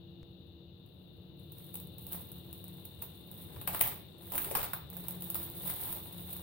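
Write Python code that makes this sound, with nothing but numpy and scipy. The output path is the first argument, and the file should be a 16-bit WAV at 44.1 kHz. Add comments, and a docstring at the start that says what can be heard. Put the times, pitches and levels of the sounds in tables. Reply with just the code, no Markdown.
"""A kitchen counter, a small two-port microphone near a glass bowl. Cling film is drawn over the bowl,
stretched and pressed round the rim. Each stroke of the hands buckles its creases in a fine crackle;
slack folds tick, taut patches pop and ring briefly, the film rubs on the rim and the hands bump softly.
Counter and walls answer, an appliance hums across the room, and the microphone hisses faintly."""
import sys
import numpy as np
from scipy import signal
from scipy.fft import rfft, irfft
from scipy.io import wavfile
from scipy.ndimage import uniform_filter1d

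SR = 44100
rng = np.random.default_rng(int(sys.argv[2]) if len(sys.argv) > 2 else 0)


def to_wav(sig):
    """Store sig (one row per channel, or 1-D mono) as 16-bit WAV at the path in sys.argv[1].

    Samples outside -1..1 are clipped; the rate is SR.
    """
    pcm = np.clip(np.atleast_2d(sig), -1, 1) * 32767
    pcm = np.round(pcm).astype(np.int16)
    wavfile.write(sys.argv[1], SR, pcm.T)  # frames by channels


N = 283122

# The spectrum of a crease buckling. Each row: frequency in Hz, relative level in dB.
CREASE_SPECTRUM = [(200, -2), (1000, -35), (3500, -5), (6000, -16), (10000, 1), (16500, 6.5)]


def crinkle(crackle_db=-3, rustle_db=-1, gentle_db=-60, stray_db=-4.5, stray_follow=0.77):
    """Fine crackle and duller rustle follow the hands; stray larger creases stand out in gentle strokes."""
    # The loose sheet rustling. Each row: frequency in Hz, relative level in dB.
    sheet_spectrum = [(60, 8), (250, -26.5), (500, 3.5), (850, 5.5), (1300, -4), (2100, -5), (3500, -12),
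                      (5500, -12.5), (9000, -6.5), (16000, -57)]
    crackle = unit(colour(creases(per_s=1700, spread_db=4, scatter_db=29, clump_db=2.5), CREASE_SPECTRUM))
    stray = unit(colour(creases(per_s=37, spread_db=2, scatter_db=6.5, clump_db=-1), CREASE_SPECTRUM))
    rustle = unit(colour(creases(per_s=1200, spread_db=5, scatter_db=7.5, clump_db=2), sheet_spectrum))
    creasing, rustling = handling()
    straying = amp(gentle_db + stray_db) * (creasing / amp(gentle_db)) ** stray_follow
    return amp(crackle_db) * crackle * creasing + stray * straying + amp(rustle_db) * rustle * rustling


def creases(per_s, spread_db, scatter_db, clump_db, clump_samples=350):
    """Clicks from all over the film, most small, a few large, coming in little avalanches."""
    clumps = unit(uniform_filter1d(rng.standard_normal(N), clump_samples))
    strength = amp(spread_db * np.minimum(rng.exponential(1, N), 4) + clump_db * clumps)
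    clicks = strength * (rng.random(N) < per_s / SR) * rng.choice([-1, 1], N)
    return unit(clicks * sides(scatter_db * rng.standard_normal(N)))


def handling(grip_db_per_s=332, let_go_db_per_s=213):
    """Strength of crackle and rustle: each stroke swells up to its start, holds, then dies away."""
    # The hands lift, pull, press and tuck the film.
    # Each row: start in seconds, length in seconds, crackle and rustle in relative dB.
    strokes = [(0, 0.85, -94, -99), (0.893, 0.37, -80.5, -99), (1.387, 0.85, -71, -86),
               (1.57, 0.26, -60.5, -73.5), (2, 0.26, -57, -75), (2.133, 0.017, -42.5, -55),
               (2.29, 1, -63.5, -73.5), (3.32, 0.28, -56.5, -66.5), (3.72, 0.042, -44, -49.5),
               (3.842, 0.028, -35.5, -47), (3.95, 1, -74, -73), (4.222, 0.54, -55, -67.5),
               (4.339, 0.14, -42.5, -52.5), (4.567, 0.048, -40.5, -45.5), (4.937, 0.63, -54, -62.5),
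               (5.54, 0.87, -51, -63.5), (5.24, 0.025, -45, -63), (5.392, 0.03, -37.5, -58),
               (5.573, 0.21, -50, -69), (5.659, 0.043, -35.5, -51.5), (5.803, 0.13, -40, -55),
               (6.304, 0.022, -43, -68)]
    t = np.arange(N) / SR
    crackle_power, rustle_power = np.zeros((2, N))
    for start, length, crackle_db, rustle_db in strokes:
        ramps_db = np.minimum(grip_db_per_s * (t - start), let_go_db_per_s * (start + length - t))
        envelope = amp(np.clip(ramps_db, -100, 0))
        crackle_power += (amp(crackle_db) * envelope) ** 2
        rustle_power += (amp(rustle_db) * envelope) ** 2
    return np.sqrt(crackle_power), np.sqrt(rustle_power)


def snaps(tick_db=-1, pop_db=-3, ring_db=2, tick_left_db=2, pop_pan=0.1, tick_room_db=-1):
    """Each fold gives a bright tick and a hollow pop, straight to the microphone and out into the room."""
    # A patch of film popping. 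Each row: frequency as a multiple of its pitch, relative level in dB.
    pop_spectrum = [(.08, -65), (.3, -9.5), (.55, 4), (.85, 2), (1, -2.5), (1.3, 3), (1.7, -3),
                    (2.5, -13.5), (4, -5.5), (6, -23), (16, -10)]
    straight, thrown = np.zeros((2, 2, N))
    for s, crease_db, sheet_db, hz, pan_db, room_db in folds():
        tick = amp(crease_db + tick_db) * buckle(CREASE_SPECTRUM, 0.98, fall_s=0.00058, rise_s=0.00032)
        flip = amp(pop_db) * buckle(pop_spectrum, hz, fall_s=0.00095, rise_s=0.00025)
        pop = amp(sheet_db) * (flip + amp(ring_db) * ring(hz))
        snap = np.outer(sides(pan_db + tick_left_db), tick) + np.outer(sides(pop_pan * pan_db), pop)
        start = s - len(tick) / 2 / SR
        add(straight, start, snap)
        add(thrown, start, amp(room_db) * (amp(tick_room_db) * tick + pop))
    return straight, thrown


def folds(slack_pop_db=-18, slack_hz=850, slack_room_db=-3, taut_room_db=0.5):
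    """Every fold that flips: taut patches sound the sheet, slack creases barely do."""
    # Taut patches. Each row: time in seconds, tick and pop in relative dB, pitch in Hz, leftward pan in dB.
    taut_patches = [(3.0228, -33.5, -46.5, 940, -6), (3.5624, -53, -46.5, 950, 12),
                    (3.6142, -40, -45, 890, 15), (3.6753, -27, -30, 780, 19), (3.6773, -35.5, -40, 1970, 7),
                    (3.7473, -31, -34.5, 1080, 9), (3.809, -25.5, -33.5, 750, 18),
                    (3.8119, -18, -30.5, 1900, 9), (4.3217, -34.5, -43.5, 786, -10),
                    (4.3366, -38, -40, 810, 10), (4.3555, -29, -39, 930, -9),
                    (4.3798, -25.5, -37.5, 1490, 1), (4.446, -32.5, -50, 1200, 15),
                    (4.5125, -39, -33, 584, 14), (4.5204, -37, -55, 520, 6), (4.5517, -24.5, -26, 855, -23),
                    (4.554, -32, -31.5, 1390, -6), (4.6305, -31.5, -43, 1300, -4),
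                    (4.6427, -33, -43, 1200, -17), (4.7343, -29.5, -36.5, 1070, -20),
                    (5.3545, -29.5, -41.5, 1030, -7), (5.9268, -32.5, -47, 940, 11)]
    # Slack creases. Each row: time in seconds, tick in relative dB, leftward pan in dB.
    slack_creases = [(0.862, -60.5, -18), (1.5213, -44, -8), (1.5843, -47, -10), (1.7428, -37, -2),
                     (1.7553, -33.5, 12), (1.773, -44, 3), (1.801, -41, 5), (1.8723, -49, 7),
                     (1.9839, -43.5, -4), (2.0678, -40, -1), (2.1235, -35, -4), (2.1313, -32, 6),
                     (2.318, -41.5, -1), (2.5294, -39.5, 9), (2.6416, -43, -3), (2.6818, -45.5, 11),
                     (2.8537, -39.5, -2), (3.0192, -42, -2), (3.3148, -42.5, -2), (3.7945, -33, 9),
                     (3.8773, -30, 11), (4.4189, -40, 5), (4.572, -27, 7), (4.9016, -41.5, -4),
                     (4.968, -35.5, -13), (5.0843, -29.5, -6), (5.1088, -35.5, -9), (5.2226, -34, 5),
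                     (5.3022, -28.5, -5), (5.3459, -29, 10), (5.5001, -40, -5), (6.3663, -37, 7)]
    taut = [(*row, taut_room_db) for row in taut_patches]
    slack = [(s, db, db + slack_pop_db, slack_hz, pan_db, slack_room_db) for s, db, pan_db in slack_creases]
    return taut + slack


def buckle(table, frequency_scale, fall_s, rise_s, size=1024):
    """Slips pile up, a fold flips halfway through, the motion dies; limp film has no sharp resonances."""
    t = (np.arange(size) - size // 2) / SR
    envelope = np.exp(np.where(t < 0, t / rise_s, -t / fall_s))
    slips = np.fft.fft(rng.standard_normal(size) * envelope)
    hz = abs(np.fft.fftfreq(size, 1 / SR))
    burst = np.fft.ifft(slips / abs(slips) * causal(spectrum(table, hz / frequency_scale))).real
    return burst / np.sqrt(np.sum(burst ** 2) / (0.0025 * SR))  # the energy of 2.5 ms at rms 1


def ring(hz, decay_cycles=2.7, size=1024):
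    """A taut patch flips halfway through, then swings a few times."""
    cycles = np.maximum(np.arange(size) - size // 2, 0) / SR * hz
    return np.sin(2 * np.pi * cycles) * np.exp(-cycles / decay_cycles)


def rim_drag(width_hz=140, left_db=3):
    """A short low rub over the rim: uneven slips shake the sheet, whose pitch rises as it tightens."""
    # Each row: time in seconds, pitch in Hz, level in dB.
    pull = [(4.28, 239.6, -76), (4.37, 261.5, -56), (4.45, 321.1, -54), (4.53, 493.7, -54),
            (4.59, 532.3, -49), (4.7, 521.5, -75)]
    slips = rng.standard_normal(N) + 1j * rng.standard_normal(N)
    shudder = signal.sosfilt(signal.butter(2, width_hz / 2, fs=SR, output="sos"), slips)
    phase = 2 * np.pi * np.cumsum(curve(pull)) / SR
    rub = unit((shudder * np.exp(1j * phase)).real)
    return np.outer(sides(left_db), rub * amp(curve(pull, column=2)))


def hand_bumps(rise_s=0.039):
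    """Hands meet bowl and counter in dull, quickly damped thuds."""
    # Each row: start in seconds, relative level in dB, pitch in Hz, seconds to fall by 60 dB.
    bumps = [(2.133, -34.5, 174.2, 0.2), (3.565, -21, 98, 0.11), (3.808, -42, 123.4, 0.47),
             (4.512, -24, 547, 0.06)]
    t, out = np.arange(SR // 2) / SR, np.zeros((2, N))
    for s, db, hz, t60 in bumps:
        envelope = amp(db - 60 * t / t60) * (1 - np.exp(-t / rise_s))
        add(out, s, envelope * np.sin(2 * np.pi * hz * t))
    return out


def faint_click(s=0.231, db=-45, fall_s=0.0038):
    """One small dry click in the quiet before the film arrives."""
    out = np.zeros((2, N))
    add(out, s, amp(db) * np.exp(-np.arange(SR // 20) / SR / fall_s))
    return out


def kitchen(sound, near_db=-2, near_s=0.0089, room_db=1, size=192):
    """Each crease has its own paths, so echoes are diffuse: first off bowl and counter, then the walls."""
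    # Each row: frequency in Hz, seconds for the room to fall by 60 dB.
    reverb_times = [(200, 0.33), (1000, 0.35), (4000, 0.5), (10000, 0.13), (16000, 0.28)]
    frames = dict(fs=SR, nperseg=size, noverlap=size - size // 4)
    hz, age_s, source = signal.stft(sound, **frames)
    age_s = age_s[age_s < 0.5]
    near = np.exp(-2 * age_s / near_s) * (age_s > 0)
    tail = amp(-60 * age_s / spectrum(reverb_times, hz)[:, None]) ** 2 * (age_s > 0)
    lingering = amp(near_db) ** 2 * near / near.sum() + amp(room_db) ** 2 * tail / tail.sum(1)[:, None]
    power = signal.fftconvolve(abs(source) ** 2, lingering[None], axes=2)[..., :source.shape[2]]
    noise = signal.stft(rng.standard_normal((2, N)), **frames)[2]
    echoes = noise * np.sqrt(abs(power) / np.mean(abs(noise) ** 2))
    return signal.istft(echoes, **frames)[1][:, :N]


def appliance(rumble_db=1, steady=0.65, left_db=2.5):
    """A low rumble with wavering tones, heard from across the room."""
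    # Each row: frequency in Hz, relative level in dB.
    rumble_spectrum = [(20, -28), (35, -17.5), (45, -13.5), (58, -17), (75, 1.5), (120, -1), (190, -3.5),
                       (225, -11), (330, -9.5), (600, -18.5), (1200, -32), (2400, -41), (6000, -73.5)]
    # Each row: time in seconds, relative level in dB.
    rumble_level = [(0, -56.5), (0.7, -58), (2.1, -52.5), (3.2, -55), (3.65, -50), (4.1, -54.5),
                    (5.3, -51.5), (6.42, -53)]
    # How alike far sound is at the two ports. Each row: frequency in Hz, correlation from 0 to 1.
    port_likeness = [(60, 1), (140, 0.75), (300, 0.55), (640, 0.26), (1400, 0), (4000, .05)]
    # Each row: pitch in Hz, relative level in dB, width in Hz, share of the swell from 0 to 1.
    hum_tones = [(93.7, -65, 20, 0), (145.8, -64, 15, 0.2), (178.7, -55.5, 7.8, 1), (337.1, -63, 2.4, 0.63),
                 (468, -70.5, 18, 0.38), (548, -79, 7.9, 0.3), (584, -83.5, 4.1, 0.1)]
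    # The hum swells and sinks slowly. Each row: time in seconds, gain in dB.
    swell = [(0, -1.5), (0.9, -7.5), (2.3, 3), (3.2, -6), (4.5, -5.5), (5.4, 4), (6.42, 1)]
    hz, t = np.fft.rfftfreq(N, 1 / SR), np.arange(N) / SR
    left, unrelated = rfft(rng.standard_normal((2, N)))
    likeness = spectrum(port_likeness, hz)
    right = likeness * left + np.sqrt(1 - likeness ** 2) * unrelated
    rumble = unit(irfft(np.array([left, right]) * amp(spectrum(rumble_spectrum, hz)), N))
    hum = np.zeros(N)
    for pitch, db, width, share in hum_tones:
        waver = unit(irfft(rfft(rng.standard_normal(N)) / (1 + (2 * (hz - pitch) / width) ** 2), N))
        tone = steady * np.sin(2 * np.pi * (pitch * t + rng.random()))
        hum += amp(db + share * curve(swell)) * unit(waver + tone)
    return (amp(rumble_db + curve(rumble_level)) * rumble + hum) * sides(left_db)[:, None]


def amp(db):
    return 10 ** (np.asarray(db) / 20)


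def unit(x):
    """Scales to rms 1."""
    return x / np.sqrt(np.mean(x ** 2) + 1e-20)


def spectrum(table, hz, column=1):
    """Reads one column of a table over log frequency."""
    rows = np.array(table, float)
    return np.interp(np.log(hz + 1e-9), np.log(rows[:, 0]), rows[:, column])


def curve(table, column=1):
    """Reads one column of a table at every sample."""
    rows = np.array(table, float)
    return np.interp(np.arange(N) / SR, rows[:, 0], rows[:, column])


def add(mix, s, sound):
    """Mixes a sound in, starting at s seconds."""
    part = mix[:, max(round(s * SR), 0):][:, :sound.shape[-1]]
    part += sound[..., :part.shape[1]]


def sides(left_db):
    """Left and right gains of mean power 1, the left louder by left_db."""
    pair = amp(np.array([left_db, -left_db]) / 2)
    return pair / np.sqrt(np.mean(pair ** 2, 0))


def causal(gain_db):
    """Minimum-phase response with these gains, given for every FFT bin."""
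    return np.exp(np.conj(signal.hilbert(np.log(amp(gain_db)))))


def colour(x, table, column=1, size=2048):
    """Filters with the gains of a table."""
    response = causal(spectrum(table, abs(np.fft.fftfreq(size, 1 / SR)), column))
    impulse = np.fft.ifft(response).real[None, :size // 2]
    return signal.oaconvolve(x, impulse, axes=1)[:, :x.shape[1]]


def per_port(x, table):
    """Colours left and right each by its own column."""
    return np.vstack([colour(x[:1], table, column=1), colour(x[1:], table, column=2)])


def scene(right_lag_samples=3):
    """Film and bowl close by, reaching the left port first, with the kitchen behind them."""
    # Hollow resonances of the air in the covered bowl. Each row: frequency in Hz, gain in dB.
    bowl_air = [(350, -3.5), (560, -3.5), (800, -2), (1050, -2.5), (1450, 1), (1850, -1), (2250, 2),
                (2750, 3.5), (3400, -4), (6000, 5), (9000, 2)]
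    # The colour of the microphone ports. Each row: frequency in Hz, left and right gain in dB.
    port_colour = [(300, 1, -1), (800, 3, -3), (2600, 2, -3), (3800, 5, -2), (5200, -2, -3), (6500, -7, -7),
                   (7500, -3, -11), (8500, 3, -13), (9500, 4, -13), (11000, 3, -8), (12600, 0, -1),
                   (14000, 0, 6), (15600, 1, 6.5)]
    straight, thrown = (colour(x, bowl_air) for x in snaps())
    crackle = crinkle()
    left, right = straight + crackle
    direct = np.array([left, np.roll(right, right_lag_samples)])
    film = per_port(direct + kitchen(thrown + crackle), port_colour)
    return film + rim_drag() + hand_bumps() + appliance() + faint_click()


def record(dry, top_hz=15850):
    """The microphone adds its faint hiss, and the highest treble is cut off."""
    # Each row: frequency in Hz, left and right level in relative dB.
    hiss_spectrum = [(950, -39, -41.5), (2040, -43, -34), (2600, -12.5, -31), (2872, -3.5, -7),
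                     (3160, -11, -34.5), (3655, 4, -10.5), (4000, -1.5, -16), (4520, -14.5, -20),
                     (5130, -33.5, -34), (6300, -39, -37), (9360, -76, -49), (12100, -32.5, -33),
                     (14250, -22, -20.5)]
    # Each row: time in seconds, level in dB.
    hiss_level = [(0, -63.5), (1, -65), (2, -59.5), (4, -61), (6.42, -58)]
    hiss = amp(curve(hiss_level)) * unit(per_port(rng.standard_normal((2, N)), hiss_spectrum))
    lowpass = signal.firwin(301, top_hz, window=("kaiser", 8), fs=SR)
    return signal.oaconvolve(dry + hiss, lowpass[None], "same", axes=1)


dry = scene()
out = record(dry)
to_wav(out)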